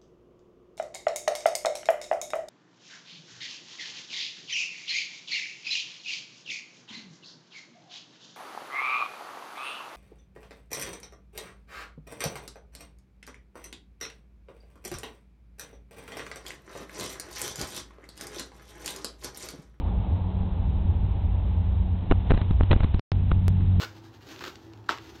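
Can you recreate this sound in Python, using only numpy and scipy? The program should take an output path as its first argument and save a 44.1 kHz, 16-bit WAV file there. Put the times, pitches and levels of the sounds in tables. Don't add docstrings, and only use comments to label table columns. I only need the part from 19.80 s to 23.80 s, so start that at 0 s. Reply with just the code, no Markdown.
import sys
import numpy as np
from scipy import signal
from scipy.fft import rfft, irfft
from scipy.io import wavfile

SR = 44100
rng = np.random.default_rng(int(sys.argv[2]) if len(sys.argv) > 2 else 0)


def transcribe(u):
    v = np.clip(np.atleast_2d(u).T, -1, 1)
    q = np.round(v * 32767).astype(np.int16)
    wavfile.write(sys.argv[1], SR, q)


N = 176400
DROPOUT_S = (3.195, 3.3187)


def eddies(rasp_lead_s=0.00052, rasp_decay_s=0.0028):
    # centre in seconds, pressure gain in dB, push, flip and suction
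    # time constants in seconds, rasp gain in dB.
    strikes = [(2.3126, -5, 0.0086, 0.00021, 0.0023, -14), (2.3154, -5, 0.0014, 0.00028, 0.0057, -23),
               (2.323, -4.5, 0.00096, 0.00048, 0.0062, -19), (2.5071, -1, 0.0022, .0002, 0.0054, -17),
               (2.5119, -1, 0.0015, 0.0005, 0.0064, -14.5), (2.5192, -3, 0.0014, 0.00033, .004, -26.5),
               (2.5390, -11, .009, 0.0013, 0.0014, -29.5), (2.5485, -11.5, 0.0016, 0.0013, 0.0081, -28),
               (2.5773, -18.5, 0.01, 0.00081, .004, -29), (2.617, -15, 0.0024, 0.00088, 0.0059, -28.5),
               (2.7112, -10, .003, 0.00088, .007, -29), (2.8098, -1.5, 0.0045, 0.00042, 0.0043, -20.5),
               (2.8345, -11, 0.0078, .0012, 0.0049, -25), (2.91, -6.5, 0.008, 0.00056, 0.0033, -21.5),
               (2.9150, -10.5, 0.0016, 0.00055, 0.0011, -18), (2.918, -1, 0.0028, 0.00029, 0.0035, -6),
               (2.9199, 3.5, 0.00027, .0003, 0.0035, -18.5), (2.9301, -3.5, 0.0018, 0.0011, 0.0027, -28),
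               (2.9321, -1, 0.0012, 0.00035, 0.004, -21.5), (2.9388, -14, 0.0038, .0008, 0.0082, -30.5),
               (2.9635, -7, 0.0057, 0.0015, 0.0064, -30.5), (3.0070, -11, 0.0037, 0.0015, 0.0077, -27),
               (3.0350, -12, 0.0057, 0.0014, 0.0076, -23.5), (3.0467, -8.5, 0.0027, 0.00083, 0.0057, -24.5),
               (3.1461, -7.5, .002, 0.0013, 0.0084, -25.5), (3.5184, -10, 0.00098, .0007, 0.0069, -25),
               (3.8100, -25, .003, 0.00065, 0.0043, -42)]
    # frequency in Hz, relative density in dB.
    rasp_spectrum = [(60, -18), (300, 4), (700, 8.5), (1400, -0.5), (2800, -6.5), (4200, -9.5)]
    pressure, rasp_envelope = np.zeros(N), np.zeros(N)
    for centre_s, pressure_db, push_s, flip_s, suction_s, rasp_db in strikes:
        t = np.arange(N) / SR - centre_s
        width_s = np.where(t < 0, push_s, suction_s)
        pressure -= amp(pressure_db) * np.tanh(t / flip_s) * np.exp(-(t / width_s) ** 2)
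        rasp_envelope += amp(rasp_db) * np.exp(-abs(t + rasp_lead_s) / rasp_decay_s)
    return pressure + rasp_envelope * coloured(rasp_spectrum)


def tock(centre_s=3.5168, pitch_hz=1300, peak_db=-21, width_s=0.0013):
    t = np.arange(N) / SR - centre_s
    return amp(peak_db) * np.cos(2 * np.pi * pitch_hz * t) * np.exp(-(t / width_s) ** 2)


def drone():
    # centre and width in Hz, levels before and after the brief dropout in dB.
    modes = [(59, 15, -28.5, -31), (84.4, 7.7, -31.5, -34.5), (143, 1.7, -49.5, -36.5),
             (167.8, 22, -45, -41), (231.3, 30, -50.5, -48)]
    crossfade = np.interp(np.arange(N) / SR, DROPOUT_S, (0, 1))
    out = np.zeros(N)
    for centre_hz, width_hz, before_db, after_db in modes:
        band = noise(lambda hz: 1 / (1 + (2 * (hz - centre_hz) / width_hz) ** 2))
        out += band * amp(before_db + (after_db - before_db) * crossfade)
    return out


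def hum(pitch_hz=92.06, waver=0.00798, flutter_db=1.5):
    # time in seconds, fundamental and octave levels in dB.
    levels = [(0, -38, -37.5), (.9, -30.5, -39.5), (1.4, -27, -48), (2.0, -31.5, -38), (3.1, -26.5, -50),
              (3.55, -24, -34.5), (3.75, -20, -32), (4, -19.5, -33.5)]
    wavering_hz = pitch_hz * (1 + waver * drift(rate_hz=6.21))
    phase = 2 * np.pi * (np.cumsum(wavering_hz) / SR + rng.random())
    out = np.zeros(N)
    for harmonic, level_db in enumerate(curves(levels), 1):
        rms = amp(level_db + flutter_db * drift(rate_hz=9))
        out += np.sqrt(2) * rms * np.sin(harmonic * phase)
    return out


def wind(lump_db=2, flicker_db=0.5):
    # time in seconds, rumble, rush and hiss levels in dB.
    levels = [(0, -29.5, -40.5, -58), (1.0, -28, -43.5, -57), (2.2, -30, -45.5, -57),
              (2.45, -28, -44.5, -54), (2.58, -39, -41.5, -49), (2.66, -24.5, -44, -54.5),
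              (2.8, -31.5, -46.5, -54.5), (2.98, -38.5, -41.5, -49.5), (3.1, -29, -46, -53.5),
              (3.4, -30, -47.5, -55.5), (4, -24, -47, -54.5)]
    # frequency in Hz, relative density in dB.
    rumble_spectrum = [(8, -12.5), (25, -4.5), (45, 4.5), (95, 1.5), (120, -8.5), (200, -13.5),
                       (300, -21.5), (500, -34), (1200, -54)]
    rush_spectrum = [(100, 1.5), (280, 1.5), (420, -1), (520, -3.5), (700, -2), (880, -0.5), (1080, -8.5),
                     (1400, -19.5), (2200, -29)]
    hiss_spectrum = [(200, 1.5), (1200, 4.5), (1900, 3), (2900, 5), (3700, 4), (4300, -10)]
    rumble_db, rush_db, hiss_db = curves(levels)
    rumble = coloured(rumble_spectrum) * amp(rumble_db + lump_db * drift(rate_hz=17))
    rush = coloured(rush_spectrum) * amp(rush_db)
    hiss = coloured(hiss_spectrum) * amp(hiss_db)
    flicker = amp(flicker_db * drift(rate_hz=37))
    return rumble + (rush + hiss) * flicker


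def tick(start_s, step_db, decay_s=0.0015):
    t = np.arange(N) / SR - start_s
    return amp(step_db) * (t >= 0) * np.exp(-abs(t) / decay_s)


def amp(db):
    return 10 ** (np.asarray(db) / 20)


def noise(gain_at_hz):
    white = rfft(rng.standard_normal(N))
    x = irfft(white * gain_at_hz(np.fft.rfftfreq(N, 1 / SR)), N)
    return x / np.sqrt(np.mean(x ** 2) + 1e-20)


def coloured(spectrum):
    hz, db = np.transpose(spectrum)
    return noise(lambda f: amp(np.interp(np.log(f + 1), np.log(hz), db)))


def drift(rate_hz):
    return noise(lambda hz: 1 / (1 + (hz / rate_hz) ** 2) ** 2)


def curves(table):
    times_s, *columns = np.transpose(table)
    return [np.interp(np.arange(N) / SR, times_s, column) for column in columns]


def lowpass(x, cutoff_hz):
    return signal.oaconvolve(x, signal.firwin(255, cutoff_hz, window="blackman", fs=SR), "same")


def scene():
    return (wind() + drone() + hum() + eddies() + tock())[None]


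def record(dry, overload=0.232, knee=6):
    clipped = dry[0] / (1 + abs(dry[0] / overload) ** knee) ** (1 / knee)
    narrow = lowpass(clipped, cutoff_hz=4180)
    t = np.arange(N) / SR
    gate = (t < DROPOUT_S[0]) | (t > DROPOUT_S[1])
    edge_ticks = sum(tick(edge_s, step_db=-20) for edge_s in DROPOUT_S)
    interrupted = lowpass(narrow * gate + edge_ticks, cutoff_hz=5700)
    skip = tick(start_s=3.6816, step_db=-15)
    return lowpass(interrupted + skip, cutoff_hz=16000)[None]


dry = scene()
out = record(dry)
transcribe(out)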